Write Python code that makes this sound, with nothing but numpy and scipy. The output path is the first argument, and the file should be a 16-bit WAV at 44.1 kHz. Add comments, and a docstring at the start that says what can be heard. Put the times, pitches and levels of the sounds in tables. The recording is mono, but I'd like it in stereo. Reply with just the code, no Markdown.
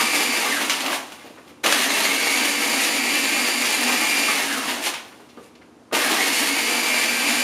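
"""A blender already at full tilt on a kitchen counter, close to a microphone pair, is heard first.
Three pulses crush ice and fruit: blades chip ice and churn slurry, gears whine and rattle, the jar booms.
Between pulses the motor coasts down, last lumps crack and the smoothie settles with soft glugs.
Click showers through spectra and resonances make the crushing and rattle; sine tones make the whine.
Tiles and cupboards give the reflections, over soft room air and a low hum."""
import sys
import numpy as np
from scipy import signal
from scipy.fft import rfft, irfft, next_fast_len
from scipy.io import wavfile
from scipy.ndimage import uniform_filter1d

SR = 44100
rng = np.random.default_rng(int(sys.argv[2]) if len(sys.argv) > 2 else 0)


def dump(signal):
    """Clip the signal to [-1, 1] and save it as 16-bit WAV at the path in sys.argv[1]."""
    limited = np.clip(np.atleast_2d(signal).T, -1, 1)
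    pcm = np.round(limited * 32767).astype(np.int16)
    wavfile.write(sys.argv[1], SR, pcm)


N = 327663
TIME = np.arange(N) / SR


def amp(db):
    """Decibels to gain."""
    return 10 ** (np.asarray(db) / 20)


def evened(x):
    """Scales to rms 1."""
    return x / np.sqrt(np.mean(x ** 2) + 1e-20)


def curves(rows):
    """Each column of a timed table, sample by sample."""
    s, *columns = np.transpose(rows)
    return [np.interp(TIME, s, c) for c in columns]


def read(points, hz):
    """Reads a spectrum table on a log-frequency axis."""
    f, value = np.transpose(points)
    return np.interp(np.log(hz + 1), np.log(f + 1), value)


def add(mix, s, sound):
    """Mixes a sound in at time s."""
    part = mix[max(round(s * SR), 0):][:len(sound)]
    part += sound[:len(part)]


def coloured(x, spectrum, size=4096):
    """Minimum-phase filter of unit energy with the given spectrum."""
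    log_gain = np.log(amp(read(spectrum, abs(np.fft.fftfreq(size, 1 / SR)))))
    response = np.exp(np.conj(signal.hilbert(log_gain)))
    taps = np.fft.ifft(response).real[:size // 2]
    return signal.oaconvolve(x, taps / np.linalg.norm(taps))[:len(x)]


def resonate(x, hz, width):
    """A two-pole resonance that can follow a moving frequency."""
    turn = np.exp(2j * np.pi * np.cumsum(hz * np.ones(len(x))) / SR)
    r = np.exp(-np.pi * width / SR)
    # shift the band down to 0 Hz, smooth it there and shift it back
    smoothed = signal.lfilter([(1 - r) ** 2], [1, -2 * r, r * r], x / turn + 1e-18)
    return 2 * (turn * smoothed).real


def waver(per_s):
    """Random values, per_s each second, joined by straight lines; rms 1."""
    knots = rng.standard_normal(N // 20)
    return evened(np.interp(TIME * per_s, np.arange(len(knots)), knots))


def clicks(per_s, spread_db):
    """Random clicks, many small and a few large; rms 1."""
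    size = amp(spread_db * np.minimum(rng.exponential(1, N), 4.5))
    struck = rng.random(N) < per_s / SR
    return evened(size * rng.choice([-1, 1], N) * struck)


def swell(s, half_length):
    """A smooth rise and fall around time s."""
    return np.exp(-((TIME - s) / half_length) ** 2)


CHIP_DB = -29  # steady ice chipping at full speed, before colouring

# Lumps dragged through the blades or sliding down the wall:
# (time [s], half length [s], ice level [dB], slurry level [dB])
PASSING_LUMPS = [(0.0, 0.038, -27.5, -24.5), (0.177, 0.072, -30, -35), (0.451, 0.032, -38.5, -26),
                 (0.619, 0.02, -35, -24.5), (0.874, 0.054, -39.5, -28), (0.951, 0.036, -32, -31.5),
                 (1.273, 0.05, -71, -47.5), (1.496, 0.021, -58, -52), (1.718, 0.03, -25.5, -40),
                 (1.819, 0.03, -28.5, -52), (2.016, 0.073, -29, -28), (2.304, 0.04, -32.5, -33.5),
                 (2.836, 0.047, -27, -48), (3.362, 0.041, -33, -32), (3.69, 0.081, -35.5, -50),
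                 (3.903, 0.035, -33, -26.5), (4.707, 0.04, -35.5, -33), (4.862, 0.038, -27.5, -30),
                 (5.057, 0.037, -68, -48), (5.443, 0.047, -58.5, -66), (6.124, 0.06, -34, -26),
                 (6.382, 0.11, -29, -54), (6.981, 0.069, -33, -49), (7.286, 0.046, -32, -30.5)]


def lumps():
    """Strength of the ice and of the slurry in the passing lumps."""
    return sum(amp([[ice_db], [slurry_db]]) * swell(s, half)
               for s, half, ice_db, slurry_db in PASSING_LUMPS)


# Spin-up: a quick leap, a slower share held back by the slurry, then a creep as the mix thins
LEAP_S, DRAG_S, DRAG_SHARE, CREEP_TURNS_PER_S2 = 0.027, 0.23, 0.408, 0.45
# Friction brakes the blades almost evenly; a lump as loud as the steady chipping slows them by this share
COAST_POWER, LUMP_SAG = 1.1, 0.005
# The motor is switched on and off:
# (on [s], off [s], working speed before creep and sag [turns/s], coasting time [s])
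MOTOR_PULSES = [(-1.3, 0.4, 48.1, 0.64), (1.63, 4.3, 48.17, 0.7), (5.92, 7.6, 48.48, 0.7)]


def motor(ice_lumps):
    """Blade turns per second: each pulse spins up, sags on lumps and coasts after switch-off."""
    speed = np.zeros(N)
    for on, off, working, coast in MOTOR_PULSES:
        age = np.clip(TIME - on, 0, off - on)
        lag = (1 - DRAG_SHARE) * np.exp(-age / LEAP_S) + DRAG_SHARE * np.exp(-age / DRAG_S)
        braking = np.clip(1 - (TIME - off) / coast, 0, 1) ** COAST_POWER
        speed += (working * (1 - lag) + CREEP_TURNS_PER_S2 * age) * braking
    return speed * (1 - LUMP_SAG * ice_lumps / amp(CHIP_DB))


# Churning level at full speed, and the powers of the speed that chipping and churning follow
CHURN_DB, CHIP_POWER, CHURN_POWER = -30.5, 1, 0.54
# At each start the blades take hold and throw the resting load about
GRIP_S, KICK_S, KICK_CHIP_DB, KICK_CHURN_DB = 0.011, 0.11, -32, -26.5
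# Settling slurry after each pulse, its fade once the blades stand, and the slush fizz relative to it
SETTLE_DB, SETTLE_DB_PER_S, FIZZ_DB = [-44, -49.5, -48], 36.5, -5


def work(speed, ice_lumps, slurry_lumps):
    """Chipping and churning strength: a kick at each start, then the speed, then settling."""
    share = speed / speed.max()
    grip, kick, settling = np.zeros((3, N))
    for (on, off, _, coast), settle_db in zip(MOTOR_PULSES, SETTLE_DB):
        age = np.maximum(TIME - on, 0)
        rest = np.maximum(TIME - off - coast, 0)
        grip += np.minimum(age / GRIP_S, 1) ** 2 * (rest == 0)
        kick += np.exp(-age / KICK_S) * (age > 0)
        settling += amp(settle_db - SETTLE_DB_PER_S * rest) * (TIME > off)
    chip = grip * (amp(CHIP_DB) * share ** CHIP_POWER + amp(KICK_CHIP_DB) * kick)
    churn = grip * (amp(CHURN_DB) * share ** CHURN_POWER + amp(KICK_CHURN_DB) * kick)
    fizz = amp(FIZZ_DB) * settling
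    return (np.sqrt(chip ** 2 + ice_lumps ** 2 + fizz ** 2),
            np.sqrt(churn ** 2 + slurry_lumps ** 2 + settling ** 2))


# Spectrum of chipped ice: (frequency [Hz], relative density [dB per Hz])
CHIP_SPECTRUM = [(900, -40), (1450, -8.5), (1750, 1.5), (2200, 0.5), (2850, 2.5), (3100, -2), (4000, -2.5),
                 (5400, -4.5), (7000, -5), (8200, -5.5), (9800, -5), (11500, -7.5), (13500, -14),
                 (15500, -24.5)]
# Spectrum of beaten slurry: (frequency [Hz], relative density [dB per Hz])
SLURRY_SPECTRUM = [(40, -36), (110, -44), (170, -13), (260, 4), (430, -0.5), (540, -2), (650, 1.5),
                   (880, 2.5), (1020, -1), (1150, 2.5), (1450, -3.5), (2200, -2), (3500, -5), (8000, -20.5)]


def blades(chip, churn, turns, sweep=0.034, clump_db=1.0, surge_db=1.0, drift_db=0.05):
    """Blades chip ice and beat the slurry in click showers, hardest once a turn."""
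    passing = (1 + sweep * np.cos(2 * np.pi * turns)) * amp(drift_db * waver(11))
    clumps = waver(55)
    chips = evened(clicks(6000, 2.1) + 0.38 * clicks(260, 2.45))
    chipping = chips * passing * chip * amp(clump_db * clumps)
    churning = clicks(2000, 2.8) * passing * churn * amp(surge_db * clumps)
    return amp(3.5) * coloured(chipping, CHIP_SPECTRUM) + amp(1.5) * coloured(churning, SLURRY_SPECTRUM)


# Jar resonances: (frequency [Hz], width [Hz], relative level [dB])
JAR_MODES = [(192, 40, -13), (241.3, 24.3, -1.5), (281, 16.8, 1.5)]


def jar(speed, turns, unevenness=0.6, tumble=0.75, stiffness=0.75):
    """Slurry slaps the wall once a turn and tumbles in between; the jar booms."""
    slaps = np.diff(np.floor(turns), prepend=0) * (1 + unevenness * rng.standard_normal(N))
    push = evened(slaps) + tumble * clicks(1500, 1.0)
    boom = evened(sum(amp(db) * evened(resonate(push, hz, width)) for hz, width, db in JAR_MODES))
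    swing = abs(uniform_filter1d(boom ** 2, SR // 20))
    boom = evened(boom / np.sqrt(1 + (2 * stiffness) ** 2 * swing))  # keeps a fairly even level
    stirred = np.tanh((speed / 17) ** 2)  # shaken as long as the blades sweep the slurry round
    return amp(-37.5) * boom * stirred


TEETH = 48
# Rattle level at full speed, and the power of the speed that it follows
RATTLE_DB, RATTLE_POWER = -27, 1.3
# Unloaded teeth whirr while coasting: level, band width, and the speed (turns/s) under which it dies
WHIRR_DB, WHIRR_WIDTH_HZ, WHIRR_SPEED = -35.5, 210, 13.5
# Tooth rattle bands: (multiple of the mesh rate [1], width [Hz], relative level [dB])
RATTLE_BANDS = [(1, 280, -4.5), (2, 470, -7), (3, 800, -10.5)]
# Housing resonances: (frequency [Hz], width [Hz], relative level [dB])
HOUSING_MODES = [(1580, 10, 1), (1938, 23, 3), (2172, 68, 10.5), (2600, 84, -13.5), (2670, 23, 5),
                 (2960, 38, 5)]
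# Short fits of gear chatter: (time [s], half length [s], level [dB])
CHATTER_FITS = [(0.508, 0.068, -30), (2.094, 0.1, -44), (4.164, 0.068, -38), (6.043, 0.04, -19),
                (6.224, 0.033, -23)]


def rattle(speed, ragged_db=6.0, bounce=0.081, whirr_bounce=0.073):
    """Gear teeth chatter in bands that glide with the speed and shake the housing."""
    share = speed / speed.max()
    pull = np.tanh(np.gradient(speed, TIME) / 30)  # +1 speeding up, -1 coasting
    slowing = np.maximum(-pull, 0)
    # while the speed changes the teeth bounce in their backlash, unevenly in pitch and level
    mesh_hz, backlash = TEETH * speed, pull * waver(90)
    ragged = amp(ragged_db * abs(pull) * (waver(40) - 0.5))
    chatter = clicks(4000, 1.3)
    teeth = sum(amp(db) * evened(resonate(chatter, round(k) * mesh_hz * (1 + bounce * backlash), width))
                for k, width, db in RATTLE_BANDS)
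    whirr_hz = mesh_hz * (1 + whirr_bounce * backlash)
    whirr = evened(resonate(clicks(2500, 4.3), whirr_hz, WHIRR_WIDTH_HZ))
    housing = sum(amp(db) * evened(resonate(chatter, hz, width)) for hz, width, db in HOUSING_MODES)
    fits = sum(amp(db) * swell(s, half) for s, half, db in CHATTER_FITS)
    driven = np.hypot(amp(RATTLE_DB) * share ** RATTLE_POWER * (1 - slowing / 2), fits / 2)
    loose = np.hypot(amp(WHIRR_DB) * np.tanh((speed / WHIRR_SPEED) ** 3) * slowing, fits)
    return ragged * (driven * teeth + loose * whirr) + amp(-46) * housing * share ** 2


# The gears sing out only near full speed: middle and width (turns/s) of the step, level when below it
SING_SPEED, SING_WIDTH, LOADED_DB = 46.8, 0.48, -10
# Tooth mesh and off-centre wobble at full speed before the swell, and the power of the speed they follow
MESH_DB, WOBBLE_DB, WHINE_POWER = -34.5, -38, 0.72
# Tooth mesh tones: (multiple of the blade speed [1], relative level [dB])
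MESH_TONES = [(44, -23), (48, 5), (52, -31), (56, -3), (60, -14), (96, -12), (144, -28)]
# Off-centre wobble tones: (multiple of the blade speed [1], relative level [dB])
WOBBLE_TONES = [(45, -8), (49, -2), (53, -3), (93, -14), (97, -11)]
# Shaft tones: (multiple of the blade speed [1], relative level [dB])
SHAFT_TONES = [(5, -2.5), (6, -43), (7, -2), (10, 2.5), (12, -15.5)]
# The whine slowly swells and fades: (time [s], relative level [dB])
WHINE_LEVEL = [(0, -4.5), (2.3, -2.5), (2.7, -7.5), (3.2, -2), (3.7, -12), (4.25, 0), (6.5, -8.5),
               (6.85, 0), (7.43, -5)]


def whine(speed, turns, slack_turns=0.00024):
    """Clean gear and shaft tones at multiples of the blade speed; backlash makes their pitch flutter."""
    swell_db, = curves(WHINE_LEVEL)
    share = speed / speed.max()
    loaded = (1 - np.tanh((speed - SING_SPEED) / SING_WIDTH)) / 2
    singing = amp(swell_db + LOADED_DB * loaded) * share ** WHINE_POWER
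    angle = 2 * np.pi * (turns + slack_turns * waver(45))
    families = [(MESH_TONES, amp(MESH_DB) * singing), (WOBBLE_TONES, amp(WOBBLE_DB) * singing),
                (SHAFT_TONES, amp(-49.5) * share ** 2)]
    return np.sqrt(2) * sum(level * amp(db) * np.sin(round(k) * angle + 2 * np.pi * rng.random())
                            for orders, level in families for k, db in orders)


# Lumps of ice break: (time [s], relative level [dB], crumbling time [s])
ICE_BREAKS = [(0.617, -40, 0.017), (0.697, -13, 0.006), (0.704, -21, 0.054), (0.806, -22, 0.0065),
              (0.863, -23, 0.0044), (0.95, -42, 0.0063), (1.121, -35.5, 0.01), (1.479, -46, 0.0045),
              (1.641, -20, 0.01), (1.662, -13, 0.0092), (1.725, -11, 0.0062), (3.445, -42, 0.0048),
              (4.287, -28, 0.0038), (4.527, -25, 0.0062), (4.678, -25, 0.056), (4.846, -32, 0.025),
              (4.861, -24, 0.011), (4.938, -28.5, 0.037), (5.949, -16, 0.0075)]
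# Spectrum of breaking ice: (frequency [Hz], relative level [dB])
BREAK_SPECTRUM = [(100, -45), (300, -25), (900, 9), (1500, 10), (2700, 15.5), (4200, 8), (6500, 4),
                  (10000, -1), (15500, -13)]


def ice(snap=6.6):
    """Each lump snaps once and crumbles in a quick shower of chips."""
    shower, snaps, t = np.zeros(N), np.zeros(N), TIME[:SR // 4]
    for s, db, crumble in ICE_BREAKS:
        add(shower, s, amp(db) * np.exp(-t / crumble))
        add(snaps, s, amp([db]) * snap)
    return coloured(shower * clicks(9000, 3.2) + snaps, BREAK_SPECTRUM)


# Lid ring: (frequency [Hz], relative level [dB], time to fall 60 dB [s])
LID_MODES = [(1150, -8, 0.75), (1143, -16, 0.2), (1211, 7.5, 0.084), (2036, -15, 0.061), (2010, -14, 0.12)]
# The lid seats, shifts or lets go: (time [s], relative level [dB])
LID_CLACKS = [(0.002, -23.5), (0.455, -28), (1.382, -52), (1.659, -23.5), (4.286, -22), (5.374, -48),
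              (5.913, -40)]


def lid(buzz_time=0.015, buzz_hz=1450, buzz_width=1300):
    """The plastic lid buzzes in its seat and rings briefly when it is pressed or released."""
    out, t = np.zeros(N), TIME[:SR // 3]
    ring = sum(amp(db - 60 * t / t60) * np.sin(2 * np.pi * hz * t) for hz, db, t60 in LID_MODES)
    for s, db in LID_CLACKS:
        buzz = evened(resonate(rng.standard_normal(len(t)), buzz_hz, buzz_width))
        add(out, s, amp(db) * (0.85 * ring + buzz * np.exp(-t / buzz_time)))
    return out


# The smoothie slumps and lets air out: (time [s], relative level [dB], frequency [Hz], length [s])
AIR_POCKETS = [(0.853, -32, 720, 0.0082), (0.872, -39, 650, 0.0077), (0.922, -24, 1150, 0.011),
               (1.22, -48, 1700, 0.014), (1.239, -39.5, 422, 0.02), (1.298, -43, 350, 0.02),
               (1.372, -44, 1290, 0.014), (1.381, -38, 350, 0.0062), (1.462, -46, 320, 0.014),
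               (1.513, -47, 300, 0.0068), (1.646, -23.5, 550, 0.024), (5.12, -45, 1110, 0.011),
               (5.196, -43.5, 640, 0.013), (5.286, -52.5, 3000, 0.02), (5.364, -51, 1330, 0.012),
               (5.37, -38.5, 383, 0.019), (5.55, -50.5, 2950, 0.011), (5.613, -48, 1500, 0.013),
               (5.922, -23.5, 424, 0.023)]


def glugs(breadth=0.54):
    """Clusters of small pops ring air pockets in the thick smoothie."""
    out, t, pops = np.zeros(N), TIME[:SR // 5], clicks(3500, 1.17)
    for s, db, hz, length in AIR_POCKETS:
        band = signal.butter(1, hz * np.exp([-breadth, breadth]), "bandpass", fs=SR)
        cluster = pops[round(s * SR):][:len(t)]
        pocket = evened(signal.lfilter(*band, signal.lfilter(*band, cluster)))
        # the envelope peaks at half the length
        add(out, s, amp(db) * pocket * (2 * t / length) * np.exp(1 - 2 * t / length))
    return out


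def kitchen(x, count=4):
    """Lumps strike all round the jar, so the paths into the room keep changing."""
    shares = np.array([waver(30) for _ in range(count)])
    return sum(echoes(x * share) for share in shares / np.linalg.norm(shares, axis=0))


# Decay of the small kitchen: (frequency [Hz], time to fall 60 dB [s])
ROOM_DECAY = [(150, 0.31), (600, 0.53), (2500, 0.35), (7000, 0.34), (15000, 0.18)]


def echoes(x, size=20):
    """Dense reflections off tiles and cupboards, each band dying at its own speed."""
    taps = np.zeros(SR // 2)
    at = np.arange(4 * size, len(taps) - size, size)
    taps[at + rng.integers(0, size, len(at))] = rng.choice([-1., 1.], len(at))
    hz, t, z = signal.stft(taps, SR, nperseg=256)
    decay = amp(-60 * t / read(ROOM_DECAY, hz)[:, None])
    tail = signal.istft(z * decay, SR, nperseg=256)[1]
    return signal.oaconvolve(x, tail / np.linalg.norm(tail))[:N]


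# Spectrum of the room air: (frequency [Hz], relative level [dB])
AIR_SPECTRUM = [(25, -28), (52, -28), (75, 0), (150, 1.5), (280, 10.5), (450, 4), (1100, -3), (1700, -10),
                (4000, -16.5), (8000, -20.5), (11000, -24), (15500, -43)]
# Household appliances hum: (frequency [Hz], rms level [dB])
HUM_TONES = [(75.4, -71.5), (119.5, -78), (241, -59.5), (312, -62)]


def background():
    """Soft room air from coloured noise, with a low hum of steady tones."""
    hum = sum(amp(db) * np.sin(2 * np.pi * (hz * TIME + rng.random())) for hz, db in HUM_TONES)
    return amp(-51.0) * coloured(rng.standard_normal(N), AIR_SPECTRUM) + np.sqrt(2) * hum


# Stereo width: (frequency [Hz], side gain [dB])
SIDE_GAIN = [(60, -0.5), (150, -8), (300, -14.5), (700, -8.5), (2500, -9), (5000, -6), (9000, -5.5),
             (14000, 1.5)]
# Stereo lean: (frequency [Hz], left minus right [dB])
LEFT_LEAN = [(150, 0), (650, -2.5), (1400, -1.2), (5000, 0.9), (9000, -1.4), (14000, -0.3)]


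def scene(low_cut_hz=110):
    """The blender stands ahead of a close microphone pair; reflections and room air give the width."""
    ice_lumps, slurry_lumps = lumps()
    speed = motor(ice_lumps)
    chip, churn = work(speed, ice_lumps, slurry_lumps)
    turns = np.cumsum(speed) / SR
    crush = blades(chip, churn, turns) + jar(speed, turns) + rattle(speed) + ice() + lid() + glugs()
    small_body = signal.butter(2, low_cut_hz, "highpass", fs=SR)  # a small jar radiates little bass
    crush, tones = signal.lfilter(*small_body, [crush, whine(speed, turns)])
    air = background()
    direct = amp(-0.5) * crush + amp(1.5) * tones
    mid = direct + amp(-5.0) * kitchen(crush) + amp(-6) * echoes(tones) + air
    side = amp(-2.5) * (kitchen(crush) + echoes(tones + air))
    size = next_fast_len(N)
    hz = np.fft.rfftfreq(size, 1 / SR)
    mid = rfft(mid, size)
    side = rfft(side, size) * amp(read(SIDE_GAIN, hz))
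    lean = amp(read(LEFT_LEAN, hz) / 2)
    return irfft(np.array([(mid + side) * lean, (mid - side) / lean]), size)[:, :N]


NOTCH_HZ, EDGE_HZ = 7890, 15600


def record(dry, notch_q=32):
    """The recorder rounds off peaks, has one narrow treble notch and a steep band limit."""
    ceiling = 0.8
    rounded = ceiling * np.tanh(dry / ceiling)
    notched = signal.lfilter(*signal.iirnotch(NOTCH_HZ, notch_q, SR), rounded)
    edge = signal.firwin(511, EDGE_HZ, window=("kaiser", 9), fs=SR)
    return signal.oaconvolve(notched, edge[None], "same")


dry = scene()
out = record(dry)
dump(out)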